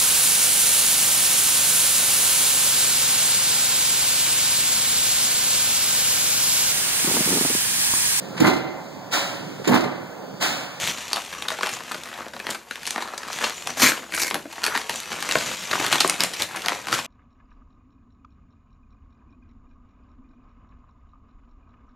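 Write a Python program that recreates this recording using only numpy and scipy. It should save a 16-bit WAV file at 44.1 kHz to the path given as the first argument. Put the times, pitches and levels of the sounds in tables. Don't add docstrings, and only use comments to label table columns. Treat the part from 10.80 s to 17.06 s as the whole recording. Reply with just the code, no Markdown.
import sys
import numpy as np
from scipy import signal
from scipy.fft import rfft, irfft, next_fast_len
from scipy.io import wavfile
from scipy.ndimage import map_coordinates

SR = 44100
rng = np.random.default_rng(int(sys.argv[2]) if len(sys.argv) > 2 else 0)


def file_out(sig):
    cols = np.atleast_2d(sig).T
    lim = np.clip(cols, -1, 1)
    pcm = np.round(lim * 32767).astype(np.int16)
    wavfile.write(sys.argv[1], SR, pcm)


N = 276227


def amp(db):
    return 10 ** (np.asarray(db) / 20)


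def unit(x):
    return x / np.sqrt(np.mean(x ** 2) + 1e-20)


def along(points, hz):
    f, v = np.transpose(points)
    return np.interp(np.log(hz + 1), np.log(f + 1), v)


def gains(rows, fade_s=0.005):
    s, *columns = np.transpose(rows)
    t = np.arange(N) / SR
    outside_s = np.maximum(s[0] - t, 0) + np.maximum(t - s[-1], 0)
    inside = np.array([amp(np.interp(t, s, column)) for column in columns])
    return inside * np.exp(-outside_s / fade_s)


def filtered(x, response):
    size = next_fast_len(N + SR // 2)
    spectrum = rfft(x, size) * response(np.fft.rfftfreq(size, 1 / SR))
    return irfft(spectrum, size)[..., :N]


def coloured(x, spectrum):
    return unit(filtered(x, lambda hz: amp(along(spectrum, hz))))


def resonating(x, modes):
    def response(f):
        total = 0
        for k, (centre, width, db) in enumerate(modes):
            damping = 1j * f * width
            total = total + (-1) ** k * amp(db) * damping / (centre * centre - f * f + damping)
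        return total
    return unit(filtered(x, response))


def crackle(rate, spread_db, t60, smooth_db):
    count = int(rate * N / SR)
    t = np.arange(SR // 80) / SR
    chance = rng.random((count, 2))
    rings = rng.standard_normal((count, len(t))) * amp(-60 * t / t60)
    sizes = amp(spread_db * np.minimum(-np.log(1 - chance[:, 1]), 2.3))
    where = (chance[:, :1] * N).astype(int) + np.arange(len(t))
    grains = np.bincount(where.ravel(), (sizes[:, None] * rings).ravel(), N)[:N]
    return unit(unit(grains) + amp(smooth_db) * rng.standard_normal(N))


def shifting(x, depth_db):
    z = signal.stft(x, nperseg=512)[2]
    smoother = np.outer(np.hanning(9), np.hanning(19))
    field = unit(signal.convolve(rng.standard_normal(z.shape), smoother, "same"))
    return unit(signal.istft(z * amp(depth_db * field), nperseg=512)[1][:N])


def jerks(rate, depth_db, relax_s, count=2048):
    gaps, sizes = rng.uniform(.25, 1.75, (2, count))
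    starts = (np.cumsum(gaps) - gaps[0]) / rate
    t = np.arange(N) / SR
    last = np.searchsorted(starts, t, "right") - 1
    strain = np.exp(-(t - starts[last]) / relax_s)
    return unit(amp(depth_db * sizes[last] * strain))


def wandering(x, octaves, rate, count=512):
    drift = map_coordinates(rng.standard_normal(count), [np.arange(N) * rate / SR], mode="wrap")
    return unit(map_coordinates(x, [np.cumsum(2 ** (octaves * drift))], mode="mirror"))


# hz, level_db
ROOM_TONE_SPECTRUM = [(20, -39), (45, -20), (72, 6), (100, -24), (200, -13), (500, -2.5), (2000, -41),
                      (12500, -15), (14500, -55)]


def room_tone(level_db=-57.5, own_noise=0.28):
    noise = rng.standard_normal((2, N)) * own_noise + rng.standard_normal(N)
    return amp(level_db) * coloured(noise, ROOM_TONE_SPECTRUM)


# hz, t60_s
TAIL_T60 = [(100, 0.59), (1000, 0.23), (5000, 0.25), (13000, 0.3)]


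def answer(bounce_s=.009, bounce_t60_s=0.02, onset_s=0.00043, bounce_db=-13, tail_db=-6):
    hz, t, z = signal.stft(rng.standard_normal((2, SR // 2)), SR, nperseg=256)
    decay = amp(-60 * t / along(TAIL_T60, hz)[:, None]) * (1 - np.exp(-t / onset_s))
    tail = signal.istft(z * decay, SR, nperseg=256)[1]
    late_s = np.arange(tail.shape[1]) / SR - bounce_s
    bounce = rng.standard_normal(tail.shape) * (late_s > 0) * amp(-60 * np.abs(late_s) / bounce_t60_s)
    tail = amp(tail_db) * tail / np.linalg.norm(tail[0])
    return tail + amp(bounce_db) * bounce / np.linalg.norm(bounce[0])


# hz, gain_db
ROOM_WIDTH = [(150, -15.5), (1000, -9), (5000, -10), (10000, -2), (12000, -12)]


def room(x, size=8192):
    out = np.zeros((2, N + 2 * SR))
    padded = np.pad(x, (size, 2 * size))
    for start in range(0, N + size, size):
        piece = padded[start:start + 2 * size] * np.hanning(2 * size)
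        echo = signal.fftconvolve(piece[None], answer(), axes=1)
        out[:, start:start + echo.shape[1]] += echo
    mid, side = out[:, size:size + N]
    side = filtered(side, lambda hz: amp(along(ROOM_WIDTH, hz)))
    return np.array([mid + side, mid - side])


# start_s, level_db, pitch_hz
PADDING_THUDS = [(0.032, -31, 163), (3.559, -32.5, 278), (3.6532, -33, 301), (4.567, -29, 190),
                 (4.997, -27, 315), (5.243, -26, 393), (6.125, -36, 125)]


def thuds(rise_s=0.0053):
    out = np.zeros(N)
    for s, db, hz in PADDING_THUDS:
        age = np.maximum(np.arange(N) / SR - s, 0)
        swell = (age / rise_s) ** 2 * np.exp(2 * (1 - age / rise_s))
        out += amp(db) * swell * np.sin(2 * np.pi * hz * age)
    return out


# start_s, level_db
BAG_KNOCKS = [(3.556, -37), (4.555, -19.5), (4.571, -32), (5.2469, -29)]
# pitch_hz, level_db (relative to the knock), t60_s
BAG_MODES = [(159, -3, 0.083), (530, -5, 0.025), (660, 8, 0.039), (1075, 7, 0.033), (1480, 9.5, 0.014),
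             (2380, 5, 0.014)]


def knocks(scatter_db=1):
    t = np.arange(SR // 8) / SR
    out = np.zeros(N + len(t))
    for s, db in BAG_KNOCKS:
        for hz, mode_db, t60 in BAG_MODES:
            decay = amp(db + mode_db + rng.normal(0, scatter_db) - 60 * t / t60)
            out[round(s * SR):][:len(t)] += decay * np.sin(2 * np.pi * hz * t)
    return signal.sosfilt(signal.butter(4, 180, "high", fs=SR, output="sos"), out[:N])


# time_s, crinkle_db, friction_db
STEADY_GRIP = [(0, -39, -35.5), (0.48, -49, -39), (0.6, -41.5, -40), (1.05, -45.5, -42.5),
               (1.46, -41.5, -47), (1.52, -56, -55), (1.56, -55, -56), (1.72, -44, -40), (1.85, -55.5, -57),
               (1.92, -52, -43.5), (2.35, -43, -46.5), (2.7, -47, -38.5), (2.95, -45.5, -44),
               (3.27, -46.5, -46), (3.52, -46, -48), (3.68, -57, -50.5), (3.75, -48.5, -44),
               (4.02, -46, -40), (4.27, -43.5, -40.5), (4.75, -44.5, -34.5), (5.55, -44.5, -36.5),
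               (5.7, -42, -43), (5.94, -41, -33.5), (6.03, -46, -43.5), (6.26, -44.5, -37)]
# full_s (attack done), hold_s, flex_db, crinkle_db, friction_db
FINGER_MOVES = [(0.0, 0.11, -45.5, -34.5, -27), (0.347, 0.035, -42, -34.5, -39),
                (0.697, 0.047, -61, -40, -37.5), (0.829, 0.048, -62, -33, -36),
                (0.901, 0.053, -47, -51, -34.5), (1.116, 0.033, -44, -43, -46), (1.26, 0.16, -53, -47, -51),
                (1.55, 0.12, -43.5, -47.5, -47.5), (1.694, 0.021, -37, -40, -37),
                (2.07, 0.069, -63, -59, -38), (2.15, 0.088, -59, -43, -42), (2.51, 0.058, -51, -44, -37),
                (2.616, 0.064, -53, -34.5, -30), (2.876, 0.03, -37.5, -36.5, -34),
                (3.161, 0.033, -60, -44, -40), (3.513, 0.043, -33, -52, -56), (3.831, 0.07, -44, -42, -45),
                (3.948, 0.06, -59, -36, -34.5), (4.105, 0.091, -43, -51, -37),
                (4.311, 0.26, -47, -40.5, -38), (4.508, 0.13, -49, -40.5, -30.5),
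                (4.657, 0.08, -39, -38, -31), (4.913, 0.07, -40, -33, -30), (5.003, 0.081, -37, -31, -29),
                (5.119, 0.041, -36, -25, -24.5), (5.205, 0.066, -56, -52, -28.5),
                (5.295, 0.051, -52, -33, -39), (5.404, 0.049, -33, -31, -31.5),
                (5.597, 0.038, -42, -34.5, -29), (5.751, 0.02, -39.5, -31.5, -51),
                (5.863, 0.066, -39, -35, -53), (6.078, 0.035, -38, -35.5, -39),
                (6.126, 0.024, -42, -34, -26.5), (6.173, 0.027, -37, -38, -31.5)]
MOVE_ATTACK_S, MOVE_RELEASE_S = 0.011, 0.012
GRIP_FLEX_DB = -8.5


def effort():
    t = np.arange(N) / SR
    crinkle, slide = gains(STEADY_GRIP)
    power = np.array([amp(GRIP_FLEX_DB) * crinkle, crinkle, slide]) ** 2
    for s, hold_s, *levels in FINGER_MOVES:
        rise = np.maximum(s - t, 0) / MOVE_ATTACK_S
        fall = np.clip(t - s - hold_s, 0, 1) / MOVE_RELEASE_S
        power += np.outer(amp(levels), np.exp(-rise - fall)) ** 2
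    return np.sqrt(power)


# hz, level_db
BAG_SPECTRUM = [(30, -46), (70, -21), (110, -3.5), (165, 4), (250, 6), (285, -13), (320, 7.5), (400, -4),
                (550, 2), (1000, -32.5)]
CRINKLE_SPECTRUM = [(200, -53), (450, 0.5), (700, 3), (1050, 6), (1650, 0.5), (2500, -5), (3300, -11),
                    (7000, -65)]
FRICTION_SPECTRUM = [(1200, -3.5), (2500, 7), (3300, 4), (4300, 1.5), (5200, -1), (7500, -0.5),
                     (10000, -11), (11700, -8), (13300, -11.5), (14100, -41), (16000, -49)]
# time_s, level_db (relative to the friction)
SKIN_DRAG = [(0, -10), (.45, -9), (.7, -9), (.95, -12), (1.3, -13), (2.1, -11), (2.5, -7), (2.8, -6),
             (3.1, -10), (3.8, -8), (4.2, -5.5), (4.8, -9.5), (5.3, -13), (5.8, -13), (6.26, -12)]
# pitch_hz, width_hz, level_db
WHISTLE_BANDS = [(5860, 330, 0.5), (6900, 310, 0), (8830, 300, -7.5)]


def handling(flex, crinkle, slide, bag_db=-4.0, crinkle_db=-0.5, friction_db=-1):
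    folds = shifting(crackle(rate=300, spread_db=10.5, t60=0.024, smooth_db=-0.5), depth_db=1.0)
    skin = shifting(crackle(rate=700, spread_db=7.5, t60=0.0029, smooth_db=-3), depth_db=1)
    ticks = shifting(crackle(rate=450, spread_db=6, t60=0.007, smooth_db=-7), depth_db=2)
    whistle = gains(SKIN_DRAG)[0] * resonating(shifting(rng.standard_normal(N), depth_db=4.5), WHISTLE_BANDS)
    bag = amp(bag_db) * flex * coloured(folds, BAG_SPECTRUM)
    paper = amp(crinkle_db) * crinkle * coloured(ticks, CRINKLE_SPECTRUM)
    rub = coloured(skin + 0.59 * folds, FRICTION_SPECTRUM) + whistle
    catches = jerks(rate=55, depth_db=4, relax_s=.004)
    return catches * (bag + paper + amp(friction_db) * slide * rub)


# start_s, level_db, pitch_hz, t60_s
FINGER_SQUEAKS = [(0.9345, -26, 6950, 0.042), (2.767, -36.5, 6970, 0.11)]


def squeaks(width_hz=150, attack_s=0.0013):
    out = np.zeros(N)
    for s, db, hz, t60 in FINGER_SQUEAKS:
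        age = np.maximum(np.arange(N) / SR - s, 0)
        envelope = amp(db - 60 * age / t60) * (1 - np.exp(-age / attack_s))
        out += envelope * resonating(rng.standard_normal(N), [(hz, width_hz, 0)])
    return out


# time_s, level_db
MOUTH_SQUEEZE = [(3.82, -50), (3.838, -29), (3.88, -38), (3.91, -35), (3.935, -30), (3.955, -22),
                 (3.975, -37), (3.995, -48)]
# pitch_hz, width_hz, level_db
FOLD_MODES = [(1040, 310, -3.5), (1500, 300, -0.5), (1910, 380, -5.5)]


def squeeze():
    slips = crackle(rate=900, spread_db=2, t60=.002, smooth_db=-6)
    ring = wandering(resonating(slips, FOLD_MODES), octaves=.13, rate=50)
    return gains(MOUTH_SQUEEZE)[0] * jerks(rate=100, depth_db=6, relax_s=.004) * ring


# low_hz, high_hz, shortest_t60_s, level_db
SNAP_REGISTERS = [(219, 693, 0.019, -12.5), (653, 1880, 0.0095, -2.5), (2130, 4670, 0.0054, -1),
                  (5650, 12300, 0.0014, -6.5)]
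TILT_PIVOT_HZ = 2000
FOCUS_DB, FOCUS_OCTAVES = 5, 0.77


def snaps(creases, kick=1.87, level_db=-1.5, soft_hz=10500, facet_q=4, facet_db=2, stretch=1.36):
    t = np.arange(SR // 16) / SR
    out = np.zeros(N + len(t))
    bands = [signal.butter(3, [lo, min(hi, SR / 2 - 1)], "band", fs=SR, output="sos")
             for lo, hi, _, _ in SNAP_REGISTERS]
    soften = signal.butter(1, min(soft_hz, SR / 3), fs=SR)
    span = .005 * SR
    for s, db, tilt_db, facet_hz, t60 in creases:
        shudder = rng.standard_normal(len(t))
        shudder[0] = kick * rng.choice([-1, 1])
        shudder = signal.lfilter(*soften, shudder)
        facet = signal.iirpeak(min(facet_hz, SR / 4), facet_q, fs=SR)
        for band, (lo, hi, shortest, register_db) in zip(bands, SNAP_REGISTERS):
            push = shudder * amp(-60 * t / np.hypot(stretch * t60, shortest))
            ring = signal.sosfilt(band, push + amp(facet_db) * signal.lfilter(*facet, push))
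            centre = np.sqrt(lo * hi)
            near_facet = np.exp(-(np.log2(centre / facet_hz) / FOCUS_OCTAVES) ** 2)
            colour_db = register_db + tilt_db * np.log2(centre / TILT_PIVOT_HZ) + FOCUS_DB * near_facet
            level = amp(db + colour_db + level_db) * np.sqrt(span) / np.linalg.norm(ring)
            out[round(s * SR):][:len(t)] += level * ring
    return out[:N]


# start_s, length_s, ticks_per_s, level_db (before snaps() trim)
NAIL_SKIPS = [(2.247, 0.085, 112, -44.5), (2.438, 0.057, 98, -43.5)]
SKIP_TILT_DB_PER_OCTAVE, SKIP_HZ = -4.5, 1290
SKIP_RING_S = 0.0039


def skips(scatter_db=1.5, scatter_octaves=0.45, count=24):
    ticks = []
    for s, length_s, rate, db in NAIL_SKIPS:
        late, size, pitch = rng.standard_normal((3, count))
        ages = (np.arange(count) + .12 * late) / rate
        for age, a, b in zip(ages, size, pitch):
            if age < length_s:
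                hz = SKIP_HZ * 2 ** (scatter_octaves * b)
                ticks.append((s + age, db + scatter_db * a, SKIP_TILT_DB_PER_OCTAVE, hz, SKIP_RING_S))
    return snaps(ticks)


SMALL_PER_S, SMALL_SPREAD_DB = 48, 3
SMALL_DB, SMALL_MAX_DB = 0, -36
SMALL_TILT_DB_PER_OCTAVE, SMALL_TILT_SPREAD_DB = -2.5, 2
SMALL_HZ, SMALL_PITCH_OCTAVES = 1420, 0.84
SMALL_RING_S = 0.019


def small_snaps(crinkle, count=512):
    gaps = rng.uniform(.1, 1.9, count)
    chance = np.clip(rng.standard_normal((count, 4)), -2, 2)
    creases = []
    for s, (size, bright, pitch, ring) in zip(np.cumsum(gaps) / SMALL_PER_S, chance):
        if s < (N - 1) / SR:
            db = 20 * np.log10(crinkle[int(s * SR)]) + SMALL_DB + SMALL_SPREAD_DB * size
            tilt_db = SMALL_TILT_DB_PER_OCTAVE + SMALL_TILT_SPREAD_DB * bright
            hz = SMALL_HZ * 2 ** (SMALL_PITCH_OCTAVES * pitch)
            creases.append((s, min(db, SMALL_MAX_DB), tilt_db, hz, SMALL_RING_S * np.exp(0.18 * ring)))
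    return snaps(creases)


# start_s, level_db (before snaps() trim), tilt_db_per_octave,
# facet_hz, ring_s (t60 before snaps() stretch)
SINGLE_CREASES = [(0.1735, -37.5, 1, 3540, 0.011), (0.3132, -35, -4, 1500, 0.009),
                  (0.3315, -20, 1.5, 4630, 0.0053), (0.3605, -30, 3, 3530, 0.01),
                  (0.369, -30, -2, 776, 0.009), (0.5269, -32, -1, 1590, 0.022),
                  (0.549, -36.5, -1, 1200, 0.016), (0.6228, -29.5, 0, 3230, 0.0088),
                  (0.6838, -23, 0, 3560, 0.012), (0.6925, -37, 0, 3970, 0.006),
                  (0.7031, -26.5, -1, 1040, 0.0089), (0.7173, -28, -4, 600, 0.0074),
                  (0.7875, -29.5, -3, 786, 0.015), (0.8095, -28, -4, 1000, 0.01),
                  (0.8315, -20.5, -3, 1600, 0.013), (0.8415, -32, -3.5, 1500, 0.013),
                  (0.8612, -26.5, -2, 2700, 0.013), (0.8695, -27.5, 0, 1610, 0.017),
                  (0.8912, -28.5, 1, 1720, 0.018), (0.967, -33, -0.5, 907, 0.023),
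                  (1.0051, -36, -3.5, 1080, 0.014), (1.1125, -31, -3, 1260, 0.016),
                  (1.1178, -28.5, 1, 1260, 0.01), (1.1443, -30, -1.5, 1620, 0.023),
                  (1.2352, -41, 5, 4000, 0.011), (1.274, -40, -3, 1800, 0.0096),
                  (1.3283, -36, -3, 1660, 0.0091), (1.3582, -41, -3, 1700, 0.009),
                  (1.4058, -36.5, -6, 1100, 0.01), (1.4643, -40.5, -8, 623, 0.0069),
                  (1.4825, -41.5, 1, 1300, 0.01), (1.5349, -33.5, -2.5, 674, 0.032),
                  (1.5646, -33.5, -4, 696, 0.011), (1.5998, -30.5, -2.5, 2060, 0.011),
                  (1.6621, -44, -7, 895, 0.021), (1.6679, -26.5, -2.5, 2190, 0.0087),
                  (1.6911, -32, -7, 800, 0.01), (1.704, -36, 5, 9100, 0.011),
                  (1.7085, -30.5, 2, 7000, 0.0068), (1.7235, -36, 0, 1500, 0.008),
                  (1.7469, -28.5, -0.5, 1470, 0.033), (1.9102, -28, -1.5, 1450, 0.0081),
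                  (1.9564, -34.5, 0, 2010, 0.0095), (2.0316, -36, 1.5, 980, 0.01),
                  (2.0541, -34.5, 2, 2950, 0.016), (2.0667, -35, 5.5, 4570, 0.0077),
                  (2.074, -25.5, 0.5, 7300, 0.018), (2.1071, -27.5, 3, 6200, 0.0098),
                  (2.16, -26.5, -4, 890, 0.0089), (2.179, -26.5, -5.5, 840, 0.023),
                  (2.2063, -34, -3, 1200, 0.008), (2.2229, -27, -1, 860, 0.018),
                  (2.2762, -37.5, -1, 1300, 0.006), (2.2842, -37.5, -2.5, 1200, 0.006),
                  (2.3361, -35, -6.5, 1040, 0.0058), (2.378, -30.5, 1.5, 6200, 0.013),
                  (2.4319, -33, -1.5, 1510, 0.012), (2.4839, -33, -1.5, 1050, 0.018),
                  (2.5003, -33, -4.5, 1040, 0.017), (2.5296, -31.5, 1.5, 5500, 0.0087),
                  (2.5865, -28.5, 0, 1580, 0.016), (2.61, -31, -4.5, 1540, 0.014),
                  (2.6245, -28, -2.5, 1610, 0.011), (2.6398, -19.5, -2, 2900, 0.037),
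                  (2.6968, -29.5, -1, 6900, 0.0065), (2.7052, -32, -3, 3200, 0.0082),
                  (2.8723, -24.5, 1.5, 905, 0.0061), (2.9698, -30, -3.5, 680, 0.019),
                  (2.9978, -20.5, -1, 10000, 0.025), (3.0195, -23.5, -4, 990, 0.0065),
                  (3.024, -19.5, 1.5, 4220, 0.0073), (3.031, -24, -6, 3930, 0.005),
                  (3.0463, -25, 3, 3600, 0.004), (3.0875, -28, -5, 2800, 0.007),
                  (3.119, -22, -3.5, 1690, 0.0039), (3.1765, -35, -5, 3200, 0.014),
                  (3.1895, -41, -2, 1400, 0.011), (3.23, -42, -6, 1300, 0.016),
                  (3.3225, -31.5, -1.5, 2290, 0.0092), (3.3384, -29.5, 0, 2310, 0.011),
                  (3.3474, -30, 3.5, 8850, 0.028), (3.3764, -23, -1.5, 1620, 0.025),
                  (3.3968, -30, 4, 7830, 0.031), (3.4205, -25, -1, 4530, 0.019),
                  (3.4335, -25, 2.5, 7000, 0.0079), (3.468, -32, 3, 10000, 0.016),
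                  (3.5023, -36.5, 6, 2200, 0.011), (3.51, -23, -4, 2300, 0.011),
                  (3.5435, -20.5, -1.5, 10300, 0.013), (3.5543, -29.5, -5.5, 980, 0.008),
                  (3.6545, -42, -8.5, 620, 0.012), (3.726, -36.5, 2, 960, 0.032),
                  (3.7804, -37.5, -6, 1040, 0.012), (3.835, -28.5, 0.5, 4270, 0.0039),
                  (3.8398, -20.5, 1, 4630, 0.007), (3.8483, -33, 3.5, 5840, 0.0069),
                  (3.8518, -34, 5.5, 5000, 0.004), (3.864, -20.5, 2, 1590, 0.0067),
                  (3.8715, -37, 4, 8000, 0.018), (3.8795, -28, -5, 1200, 0.01),
                  (3.9516, -22.5, -2.5, 1520, 0.013), (3.9605, -25, -3, 2000, 0.013),
                  (3.9685, -36, -1, 4500, 0.006), (3.9755, -24.5, 1, 1500, 0.0078),
                  (4.0153, -36, 0.5, 3300, 0.0079), (4.0948, -21.5, 0, 740, 0.017),
                  (4.1582, -33.5, 3.5, 7160, 0.014), (4.2017, -35.5, 5, 1700, 0.014),
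                  (4.2324, -37, 1.5, 2000, 0.012), (4.3178, -28.5, -3, 2150, 0.017),
                  (4.3297, -34, -1, 1400, 0.0087), (4.4254, -26, 1.5, 1030, 0.0089),
                  (4.49, -24.5, -0.7, 7760, 0.0058), (4.5113, -23, 1, 2640, 0.013),
                  (4.5221, -23.5, 1.5, 6100, 0.0086), (4.5548, -21, -3.5, 1440, 0.0058),
                  (4.5855, -28, 1, 4700, 0.007), (4.61, -31, -1, 4200, 0.0067),
                  (4.7135, -31, -1, 3000, 0.024), (4.8371, -36, 2, 2000, 0.016),
                  (4.912, -23.5, -2.5, 3900, 0.021), (4.9306, -22, -3.5, 1100, 0.016),
                  (4.935, -26, -4, 1500, 0.01), (4.955, -25, -3.5, 1040, 0.011),
                  (4.998, -24.5, -2.5, 380, 0.011), (5.0454, -25, -2.5, 972, 0.016),
                  (5.0644, -23, 1.5, 2030, 0.0081), (5.0719, -29, -3, 1500, 0.014),
                  (5.1265, -16.5, 1, 1410, 0.0059), (5.1337, -23.5, -2, 3220, 0.007),
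                  (5.1567, -23.5, 0.5, 1040, 0.012), (5.1822, -25.5, -0.5, 3340, 0.01),
                  (5.2035, -28, 6.5, 4200, 0.0068), (5.2057, -13.5, 0.3, 4430, 0.027),
                  (5.2459, -22.5, -6.5, 1080, 0.0062), (5.2769, -34.5, 7.5, 8700, 0.006),
                  (5.2968, -18, 2, 8500, 0.011), (5.4054, -18.5, 1.5, 4750, 0.0098),
                  (5.4365, -21.5, 3, 7600, 0.0035), (5.5355, -29.5, 1.5, 5100, 0.051),
                  (5.6214, -24.5, 4, 3940, 0.0055), (5.7606, -32.5, 3.5, 990, 0.02),
                  (5.8198, -37, 3, 3300, 0.0091), (5.8603, -23.5, -0.5, 4550, 0.0054),
                  (5.8838, -18.5, 0, 2190, 0.0027), (5.8924, -26.5, -0.5, 1110, 0.027),
                  (5.9199, -27.5, -5, 980, 0.0069), (6.0697, -30.5, -1, 1080, 0.012),
                  (6.084, -29.5, -1, 1060, 0.0099), (6.121, -29, 0, 4500, 0.016),
                  (6.1272, -18, -1.5, 1310, 0.01), (6.1485, -26.5, 0.5, 1700, 0.0097),
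                  (6.189, -28.5, -2, 1010, 0.013)]


def single_snaps():
    return snaps(SINGLE_CREASES)


# hz, level_db
FIBRE_SPECTRUM = [(1200, -20), (2600, -36), (3600, -9), (4350, 1), (4900, -7), (5500, -0.5), (7000, -1),
                  (8200, -5.5), (9400, -6.5), (10800, -9.5), (11800, -3.5), (13400, -17), (14300, -14),
                  (16000, -31)]
# time_s, strip_db, fibre_db
SLOW_PULL_LEVELS = [(3.318, -42, -41), (3.336, -38, -44), (3.35, -27, -32), (3.368, -39, -36),
                    (3.39, -40, -34), (3.40, -24, -31), (3.415, -36, -28), (3.423, -32, -23),
                    (3.436, -28.5, -27), (3.452, -33.5, -39), (3.48, -33, -32), (3.495, -46, -48)]
# pitch_hz, width_hz, level_db
STRIP_MODES = [(342, 240, -9), (970, 310, -11), (1570, 180, -3), (2270, 150, 3)]


def slow_rip(strip_db=1.5, fibre_db=0.5):
    strip, fibre = gains(SLOW_PULL_LEVELS)
    advance = jerks(rate=90, depth_db=7, relax_s=.005)
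    breaks = advance * shifting(crackle(rate=1700, spread_db=5.5, t60=0.002, smooth_db=-11), depth_db=0.5)
    ring = wandering(resonating(breaks, STRIP_MODES), octaves=.025, rate=40)
    return amp(strip_db) * strip * ring + amp(fibre_db) * fibre * coloured(breaks, FIBRE_SPECTRUM)


# time_s, sheet_db, fibre_db
FAST_PULL_LEVELS = [(2.964, -50, -44), (2.972, -36.5, -34), (3.015, -26.5, -21.5), (3.028, -20, -19),
                    (3.06, -19.5, -19.5), (3.10, -28, -26), (3.135, -37, -43), (3.19, -46, -61)]
# hz, level_db
SHEET_SPECTRUM = [(40, -33), (110, -10), (170, -7), (230, 2), (550, -8.5), (1050, 1.5), (1600, 3.5),
                  (2700, -0.5), (4000, -5), (8000, -43)]


def fast_rip(sheet_db=2.5, fibre_db=-0.9):
    sheet, fibre = gains(FAST_PULL_LEVELS)
    advance = jerks(rate=110, depth_db=5, relax_s=.006)
    breaks = advance * shifting(crackle(rate=2600, spread_db=3, t60=0.0019, smooth_db=-5), depth_db=2.4)
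    shaken = amp(sheet_db) * sheet * coloured(breaks, SHEET_SPECTRUM)
    return shaken + amp(fibre_db) * fibre * coloured(breaks, FIBRE_SPECTRUM)


# hz, left_minus_right_db
LEFT_BALANCE = [(100, 0), (270, 1), (450, 1.5), (1100, 3), (3300, 1.4), (5500, 1), (9000, 1.5), (13000, 0)]


def balanced(x):
    return filtered(x, lambda hz: amp(np.outer([.5, -.5], along(LEFT_BALANCE, hz))))


def scene(lowest_hz=65):
    flex, crinkle, slide = effort()
    paper = thuds() + knocks() + handling(flex, crinkle, slide) + squeaks() + squeeze()
    paper = paper + skips() + small_snaps(crinkle) + single_snaps() + slow_rip() + fast_rip()
    paper = signal.sosfilt(signal.butter(2, lowest_hz, "high", fs=SR, output="sos"), paper)
    return balanced(paper + room(paper)) + room_tone()


def record(dry, ceiling=.95, top_hz=16200):
    held = dry / (1 + np.abs(dry / ceiling) ** 6) ** (1 / 6)
    return filtered(held, lambda hz: hz < top_hz)


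dry = scene()
out = record(dry)
file_out(out)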